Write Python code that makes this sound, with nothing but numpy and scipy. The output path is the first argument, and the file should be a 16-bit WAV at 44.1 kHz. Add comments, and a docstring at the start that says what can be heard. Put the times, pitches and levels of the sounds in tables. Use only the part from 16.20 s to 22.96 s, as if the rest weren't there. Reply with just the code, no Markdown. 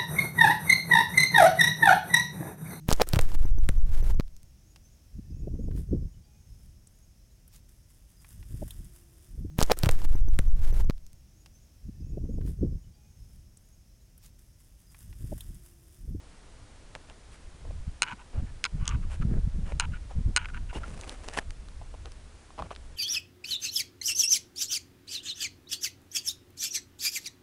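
"""A plastic lens cap on its cord knocks on a hand-held camera, bounces and scrapes along the shell.
Blows ring the cap's modes; sliding drives it by stick-slip. The carrier takes a few steps on a
snowy terrace: soles shuffle, grit snaps, packed snow collapses in dull slips.
Gusts buffet the microphone over a steady hiss. Close and dry, no echo."""
import sys
import numpy as np
from scipy import signal
from scipy.fft import rfft, irfft, next_fast_len
from scipy.io import wavfile
from scipy.ndimage import uniform_filter1d

SR = 44100
rng = np.random.default_rng(int(sys.argv[2]) if len(sys.argv) > 2 else 0)


def unload_wav(signal):
    """Save mono or channel-first audio to the path in sys.argv[1] as 16-bit WAV at rate SR, clipped to [-1, 1]."""
    wavfile.write(
        sys.argv[1],
        SR,
        np.round(np.clip(np.atleast_2d(signal).T, -1, 1) * 32767).astype(np.int16),
    )


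N = 298071
TIME_S = np.arange(N) / SR


def lens_cap(highpass_hz=800, order=6):
    """Knocks plus slides; so small a disc radiates almost no bass."""
    highpass = signal.butter(order, highpass_hz, "high", fs=SR, output="sos")
    return signal.sosfilt(highpass, cap_knocks() + cap_slides())


# Cap modes: f/Hz, t60/s, face level/dB, rim level/dB, edge level/dB
CAP_MODES = [(970, 0.048, -22, -29, -32), (1460, 0.018, -5, -6.5, -20), (2220, 0.009, -10, 0.5, -29),
             (2490, 0.0085, -2.5, -0.5, -21), (2880, 0.018, -2.5, -15.5, -2), (3320, 0.0077, -55, -1, 4),
             (4095, 0.01, -2.5, -5.5, -22), (4560, 0.016, -17, -16, -12), (5070, 0.013, -10, -4.5, -6),
             (5940, 0.0051, -7, -35, 10.5), (6530, 0.006, 3.5, -7, 8.5), (7200, 0.009, -4.5, -26, -6),
             (7900, 0.0047, -21, -9.5, -1), (8670, 0.0071, 3, -12.5, -15), (9080, 0.0066, -31, -15, -2),
             (9880, 0.0065, -10.5, -34, -28)]
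def cap_ring(contact, tilt_db_oct, max_delay_s=0.000378, count=2000):
    """One blow, unit energy; the contact point (0 face, 1 rim, 2 edge) weights the modes."""
    t, ring = np.arange(count) / SR, np.zeros(count)
    for hz, t60_s, *place_db in CAP_MODES:
        db = np.interp(contact, np.arange(3), place_db) + tilt_db_oct * np.log2(hz)
        age_s = np.maximum(t - rng.uniform(0, max_delay_s), 0)  # bending waves arrive staggered
        decay = np.exp(-np.log(1000) * age_s / t60_s)
        ring += rng.choice([-1, 1]) * gain_of(db) * decay * np.sin(2 * np.pi * hz * age_s)
    return ring / np.linalg.norm(ring)


# Cap on camera: t/s, relative level/dB, contact/0-2, tilt/(dB/oct), first gap/s, bounce loss/dB
KNOCKS = [(1.821, -3, 0.27, -0.5, 0.0096, 7.5), (1.9225, -30, 0, -10, 0.0048, 9),
          (2.441, -8.5, 0.91, 1.5, 0.011, 4.5), (2.655, -29, 1.5, -4, 0.014, 7),
          (2.6782, -10.5, 1.88, 2, .013, 13), (3.5981, -6.5, 0.2, -2, .008, 8),
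          (4.1632, -3, 0.25, 0.5, 0.0076, 4.5), (4.2566, -22.5, 0.94, -11, .004, 18)]
def bounces(count=5, gap_ratio=0.6, dulling_db_oct=2.8):
    """Each knock rebounds ever sooner, softer and duller."""
    for s, db, contact, tilt_db_oct, gap_s, loss_db in KNOCKS:
        for k in range(count):
            yield s, db - k * loss_db, contact, tilt_db_oct - k * dulling_db_oct
            s += gap_s * gap_ratio ** k


def cap_knocks(gain_db=9, crack_db=-14, crack_s=0.0005, count=2000):
    """Each impact: a dry crack and a short ring of plastic."""
    out, t = np.zeros(N), np.arange(count) / SR
    crack_hz_db = [(400, -47), (1200, 49), (6000, -33), (12000, -4)]
    for s, db, contact, tilt_db_oct in bounces():
        crack = coloured(rng.standard_normal(count), crack_hz_db, tilt_db_oct) * np.exp(-t / crack_s)
        knock = cap_ring(contact, tilt_db_oct) + gain_of(crack_db) * crack / np.linalg.norm(crack)
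        add(out, s, gain_of(db + gain_db) * knock)
    return out


# Cap sliding on camera: t/s, length/s, relative level/dB, resonance f/Hz, its power share/0-1
SLIDES = [(1.841, 0.06, -44.5, 950, 0.06), (1.88, 0.059, -42, 940, 0.23), (1.984, 0.043, -56, 925, .3),
          (2.264, .04, -62.5, 1770, 0.36), (2.597, 0.057, -54.5, 1160, 0.28),
          (2.655, .105, -46, 1170, 0.27), (2.821, 0.027, -59.5, 1130, 0.5),
          (3.012, .019, -47.5, 1300, 0.56), (3.609, 0.047, -42.5, 915, 0.17),
          (3.717, 0.059, -51.5, 1456, 0.45), (4.18, 0.087, -45, 1460, 0), (4.284, 0.02, -48.5, 1450, 0.7),
          (4.336, 0.047, -47, 1510, .35), (4.489, 0.028, -50, 2680, 0.12),
          (4.542, 0.028, -51.5, 2870, 0.95), (4.633, 0.0082, -42, 1375, 1)]
# Rubbing spectrum: f/Hz, level/dB
RUB_SPECTRUM = [(500, -31), (780, -18), (960, -25), (1150, -9), (1480, 6.5), (1900, -5), (2300, 1.5),
                (2950, 0), (3500, -15), (4150, -17), (5400, -31), (6600, -18), (9000, -38), (12000, -48)]
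def cap_slides(slips_per_s=2500, spread_db=4, ring_db=-7, rub_db=-2, chatter_db=0.7, width_hz=105):
    """Clustered stick-slip: cap modes, broad rubbing and the resonance of the pressed cap."""
    out = np.zeros(N)
    for s, length_s, db, hz, share in SLIDES:
        count = int(length_s * SR)
        pressure = evened(stroke(count) * clumps(count, 0.00298, chatter_db))
        slips = [grains(count, slips_per_s, spread_db) * pressure for _ in range(3)]
        ring = signal.fftconvolve(slips[0], cap_ring(contact=0.23, tilt_db_oct=-22))
        rub = evened(coloured(slips[1], RUB_SPECTRUM))
        squeak = evened(resonator(np.pad(slips[2], (0, count)), hz, width_hz))
        broad_gain = gain_of(db) * np.sqrt(1 - share)
        add(out, s, broad_gain * gain_of(ring_db) * ring)
        add(out, s, broad_gain * gain_of(rub_db) * rub)
        add(out, s, gain_of(db) * np.sqrt(share) * squeak)
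    return out


def camera_thuds(gain_db=-33, thud_hz=480, decay_s=0.0017, count=900):
    """Each impact gives the camera shell a faint, dull push."""
    out, t = np.zeros(N), np.arange(count) / SR
    thud = np.sin(2 * np.pi * thud_hz * t) * np.exp(-t / decay_s)
    for s, db, _, _ in bounces():
        add(out, s, gain_of(db + gain_db) * thud)
    return out


# Large grains cracking: t/s, relative level/dB, centre f/Hz, width/oct
GRIT = [(.752, -20.5, 2070, 0.28), (.899, -31, 2190, 0.61), (3.5216, -28, 2400, 0.23),
        (4.8119, -23, 6760, 0.68), (4.836, -27.5, 2600, 0.19), (4.8945, -19, 4270, 0.83),
        (5.0863, -17, 2840, 0.37), (5.1373, -26, 4000, 1.6), (5.175, -14.5, 2600, 0.89),
        (5.188, -13.5, 2400, 1), (5.3069, -25.5, 2140, 1.14), (5.486, -33.5, 1780, .65),
        (5.8574, -26, 2450, 0.86), (5.9199, -28, 4000, 5.1), (6.422, -31, 2000, 0.6),
        (6.5198, -34, 3500, .85), (6.551, -33, 3200, 0.77), (6.562, -27, 2350, .8)]
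def grit(snap_s=0.00045, crumble_s=0.0015, crumble_db=-17, body_db=-9, gain_db=5, count=900):
    """A stone grain snaps, its crumbs follow; the sole above adds body."""
    out, t = np.zeros(N), np.arange(count) / SR
    hz = np.fft.rfftfreq(count, 1 / SR) + 1
    body = gain_of(body_db) * np.exp(-0.5 * np.log2(hz / 1100) ** 2)
    envelope = np.exp(-t / snap_s) + gain_of(crumble_db) * np.exp(-t / crumble_s)
    for s, db, centre_hz, width_oct in GRIT:
        band = np.exp(-0.5 * (np.log2(hz / centre_hz) / width_oct) ** 2) + body
        snap = envelope * irfft(band * np.exp(2j * np.pi * rng.random(len(hz))), count)
        add(out, s, gain_of(db + gain_db) * snap / np.linalg.norm(snap))
    return out


# Snow giving way underfoot: t/s, length/s, relative level/dB, f/Hz
CRUNCHES = [(1.452, .006, -43, 600), (1.508, .006, -40.5, 546), (3.521, .006, -31.5, 640),
            (3.904, .019, -36.5, 695), (4.529, .006, -35, 814), (4.547, .033, -29.5, 390),
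            (5.125, .04, -36.5, 1880), (5.173, .006, -21.5, 1050), (5.1877, .006, -19.5, 1850),
            (5.614, .012, -37.5, 680), (5.741, .012, -36.5, 610), (6.305, .006, -40.5, 1010),
            (6.378, .033, -28.5, 950), (6.4225, .006, -27, 1090), (6.5066, .013, -26, 1020)]
def snow(slip_gap_s=0.006, jitter=0.15, detune=0.2, decay_s=0.0014, roughness=0.48, count=900):
    """Packed snow collapses in dull slips, singly or in runs, each a few rough cycles long."""
    out, t = np.zeros(N), np.arange(count) / SR
    crumb_hz_db = [(200, -8), (500, 5), (1000, 10.5), (1500, -23.5), (2500, -3), (9000, -24.5)]
    envelope = np.sqrt(t / decay_s) * np.exp(0.5 - t / decay_s)
    for s, length_s, db, hz in CRUNCHES:
        slips = max(round(length_s / slip_gap_s), 1)
        for k, (late, sharp) in enumerate(rng.uniform(-1, 1, (slips, 2))):
            crumbs = evened(coloured(rng.standard_normal(count), crumb_hz_db))
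            tone = np.sin(2 * np.pi * hz * (1 + detune * sharp) * t)
            slip = (tone + roughness * crumbs) * envelope
            load = np.sin(np.pi * (k + 0.5) / slips)
            add(out, s + slip_gap_s * (k + jitter * late), gain_of(db) * load * slip)
    return out


# Sole pressure in the shuffle: t/s, relative level/dB
SHUFFLE = [(4.655, -51), (4.911, -47.5), (4.985, -56), (5.081, -48), (5.16, -55)]
# Shuffle spectrum: f/Hz, level/dB
SHUFFLE_SPECTRUM = [(120, -10), (250, 2), (400, 1.5), (600, 2), (900, -2), (1800, -7), (2900, -10),
                    (3600, -15), (9800, -15), (12000, -40.5), (14000, -70)]
# Sole scuffs: t/s, length/s, level/dB, tilt/(dB/oct)
SCUFFS = [(0.752, 0.014, -46.5, -1.5), (0.885, 0.032, -55.5, -1.5), (1.116, .046, -58, 4),
          (1.436, 0.092, -57.5, -7.5), (2.13, .08, -52.5, -3), (2.898, 0.065, -51, 2.5),
          (3.454, 0.081, -51, 0), (3.892, 0.045, -57, -.5), (4.531, 0.062, -47.5, 2),
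          (4.598, 0.093, -53, 0), (5.129, 0.065, -48.5, 3.5), (5.167, 0.03, -35, 2),
          (5.194, .039, -55, 0.5), (5.848, 0.041, -53.5, -3.5), (6.379, 0.036, -45, -3.5),
          (6.425, 0.049, -52.5, -2), (6.507, 0.028, -49.5, -.5)]
# Scuff spectrum: f/Hz, level/dB
SCUFF_SPECTRUM = [(120, -28), (300, -2), (600, 1.5), (1000, -3), (1400, -3.5), (2000, -8), (2900, -9),
                  (3700, -20), (9800, -22), (12000, -44), (14000, -70)]
def soles(grains_per_s=5000, spread_db=4, shuffle_db=-1, clump_db=2):
    """Fine grains break under a dragging sole: one clumpy shuffle and short, denser scuffs."""
    s, db = np.transpose(SHUFFLE)
    pressure = np.interp(TIME_S, s, gain_of(db + shuffle_db), left=0, right=0)
    breaks = grains(N, grains_per_s, spread_db) * clumps(N, 0.0087, clump_db)
    out = uniform_filter1d(pressure, size=800) * evened(coloured(breaks, SHUFFLE_SPECTRUM))
    for s, length_s, db, tilt_db_oct in SCUFFS:
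        count = int(length_s * SR)
        breaks = grains(count, 2 * grains_per_s, spread_db / 2)
        scuff = evened(coloured(breaks, SCUFF_SPECTRUM, tilt_db_oct))
        add(out, s, gain_of(db) * scuff * stroke(count))
    return out


# Breeze on the microphone: t/s, relative level/dB
BREEZE = [(0.0, -53), (0.45, -50.5), (1.18, -54), (1.62, -43.5), (1.84, -51.5), (2.09, -54.5),
          (2.35, -41.5), (2.58, -51), (2.77, -36), (3.16, -31.5), (3.82, -39), (4.46, -37.5), (4.86, -47.5),
          (5.42, -42.5), (5.91, -44), (6.06, -49), (6.23, -58), (6.76, -43)]
# Gusts: t/s, length/s, push level/dB, relative eddy level/dB
GUSTS = [(0.391, 0.038, -40.5, -69), (1.235, .06, -44, -67), (1.424, 0.21, -38.5, -54),
         (1.663, 0.046, -33.5, -48.5), (1.914, 0.034, -57, -42), (2.143, 0.061, -29, -40.5),
         (2.211, 0.041, -30, -40), (2.518, .14, -29, -39), (2.672, 0.15, -30, -39),
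         (2.807, 0.096, -31.5, -47.5), (2.984, 0.12, -36, -35.5), (3.078, 0.12, -31, -29),
         (3.242, 0.051, -30, -38), (3.326, 0.16, -32.5, -40.5), (3.523, 0.057, -28.5, -39),
         (3.61, 0.16, -33.5, -42.5), (3.951, 0.067, -28, -37), (4.036, 0.084, -29.5, -38.5),
         (4.299, 0.15, -35.5, -45.5), (4.539, 0.073, -41, -44), (4.65, 0.14, -47, -46),
         (5.26, 0.064, -38.5, -65), (6.383, 0.1, -45.5, -49.5)]
def wind_levels_db(breeze_gain_db=2, calm_eddy_db=-62, calm_db=-50, eddy_slope=0.48, gust_power=0.39):
    """Slow push and small eddies: the breeze plus one arch per gust, summed in power."""
    breeze_db = np.interp(TIME_S, *np.transpose(BREEZE)) + breeze_gain_db
    push = gain_of(breeze_db) ** 2
    eddies = gain_of(calm_eddy_db + eddy_slope * (breeze_db - calm_db)) ** 2
    for s, length_s, push_db, eddy_db in GUSTS:
        arch = stroke(int(length_s * SR), exponent=gust_power)
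        add(push, s, (gain_of(push_db) * arch) ** 2)
        add(eddies, s, (gain_of(eddy_db) * arch) ** 2)
    return 10 * np.log10(push), 10 * np.log10(eddies)


# Slow push spectrum: f/Hz, level/dB
BUFFET_SPECTRUM = [(8, -4.5), (25, 4.5), (45, 1.5), (75, -2.5), (110, -12.5), (150, -26.5), (250, -53),
                   (500, -84)]
# Small eddy spectrum: f/Hz, level/dB
EDDY_SPECTRUM = [(60, -35), (110, 2.5), (160, 3.5), (230, -4.5), (330, -16), (500, -30.5), (900, -39.5),
                 (2500, -77)]
# Flutter spectrum: f/Hz, level/dB
FLUTTER_SPECTRUM = [(120, -31), (250, -6), (380, 3.5), (550, -3), (900, -20.5), (1600, -16.5), (4000, -50)]
def wind(eddy_gain_db=-2.5, strong_flutter_db=-46, flutter_slope=1.7, strong_db=-28):
    """Gusts push on the microphone and shed eddies; the strongest flutter into the midrange."""
    push_db, eddy_db = wind_levels_db()
    flutter_db = strong_flutter_db + flutter_slope * (eddy_db - strong_db)
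    buffet = turbulence(BUFFET_SPECTRUM, push_db, eddy_s=0.063) * clumps(N, 0.05, 2.5)
    eddies = turbulence(EDDY_SPECTRUM, eddy_db + eddy_gain_db, eddy_s=0.14) * clumps(N, 0.015, 3.9)
    flutter = turbulence(FLUTTER_SPECTRUM, flutter_db, eddy_s=0.094) * clumps(N, 0.0051, 3.8)
    return buffet + eddies + flutter


def turbulence(spectrum, level_db, eddy_s):
    """Random pressure whose rms over an eddy's life follows level_db."""
    noise = coloured(rng.standard_normal(N), spectrum)
    window = int(eddy_s * SR)
    power = uniform_filter1d(uniform_filter1d(noise ** 2, window), window)
    return gain_of(level_db) * noise / np.sqrt(abs(power) + 1e-20)


# Hardest eddies: t/s, relative level/dB, f/Hz
PUFFS = [(1.68, -25.5, 112), (2.183, -24, 89), (2.231, -28.5, 139), (2.55, -22, 124), (2.629, -24, 108),
         (2.759, -20.5, 74), (3.002, -20.5, 122), (3.054, -16, 123), (3.159, -19.5, 130),
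         (3.276, -20.5, 121), (3.987, -19, 106), (4.07, -18, 75)]
def puffs(gain_db=-1, count=4000):
    """An eddy crossing the microphone: one sharp pressure pulse between two soft swells of the other sign."""
    out, t = np.zeros(N), (np.arange(count) - count / 2) / SR
    for s, db, hz in PUFFS:
        phase_sq = (np.pi * hz * t) ** 2
        add(out, s + t[0], gain_of(db + gain_db) * (2 * phase_sq - 1) * np.exp(-phase_sq))
    return out


# Hiss spectrum: f/Hz, level/dB
HISS_SPECTRUM = [(150, -7), (250, 1), (331, -2), (377, -2.5), (650, -5), (754, -6.5), (888, -7),
                 (1030, -7.5), (1230, -8.5), (1480, -8.5), (1580, -9.5), (2860, -13), (9670, -17.5),
                 (10500, -23), (12800, -53.5), (16600, -78), (22000, -120)]
def hiss(level_db=-58):
    """Steady background hiss."""
    return gain_of(level_db) * evened(coloured(rng.standard_normal(N), HISS_SPECTRUM))


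def grains(count, per_s, spread_db):
    """Random clicks, most small, a few large; rms 1."""
    size = gain_of(spread_db * np.minimum(rng.exponential(1, count), 4))
    return evened(size * rng.standard_normal(count) * (rng.random(count) < per_s / SR))


def clumps(count, step_s, depth_db):
    """Random gain with a new target every step_s; rms 1."""
    knots = rng.standard_normal(count // 16 + 2).clip(-2, 2)
    wander = np.interp(np.arange(count) / SR / step_s, np.arange(len(knots)), knots)
    return evened(gain_of(depth_db * wander))


def stroke(count, exponent=0.27):
    """Swell and fade as a flattened sine arch; rms 1."""
    return evened(np.sin(np.linspace(0, np.pi, count)).clip(0) ** exponent)


def resonator(x, hz, width_hz):
    """Two-pole band-pass."""
    r = np.exp(-np.pi * width_hz / SR)
    return signal.lfilter([1, 0, -1], [1, -2 * r * np.cos(2 * np.pi * hz / SR), r * r], x)


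def coloured(x, spectrum, tilt_db_oct=0):
    """Filters by (f/Hz, level/dB) points plus a tilt."""
    size = next_fast_len(len(x))
    octave = np.log2(np.fft.rfftfreq(size, 1 / SR) + 1)
    hz, db = np.transpose(spectrum)
    shape_db = np.interp(octave, np.log2(hz), db)
    shape_db += tilt_db_oct * np.clip(octave - np.log2(hz[0]), 0, None)
    return irfft(rfft(x, size) * gain_of(shape_db), size)[:len(x)]


def gain_of(db):
    """dB to amplitude."""
    return 10 ** (np.asarray(db) / 20)


def evened(x):
    """Scales to rms 1."""
    return x / np.sqrt(np.mean(x ** 2) + 1e-20)


def add(mix, s, sound):
    """Mixes a sound in at time s."""
    part = mix[max(round(s * SR), 0):][:len(sound)]
    part += sound[:len(part)]


# Microphone response to cap, shell, grit and snow: f/Hz, level/dB
MIC_RESPONSE = [(20, 5.5), (9500, -1), (10500, -4), (11200, -23), (12300, -15)]
def scene():
    """Dry mono mix: snow and open air give no echo."""
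    contacts = lens_cap() + camera_thuds() + grit() + snow()
    return (coloured(contacts, MIC_RESPONSE) + soles() + wind() + puffs() + hiss())[None]


def record(dry, cutoff_hz=12400):
    """Band limit of a small camera."""
    lowpass = signal.firwin(255, cutoff_hz, window=("kaiser", 9), fs=SR)
    return signal.oaconvolve(dry, lowpass[None], "same")


dry = scene()
out = record(dry)
unload_wav(out)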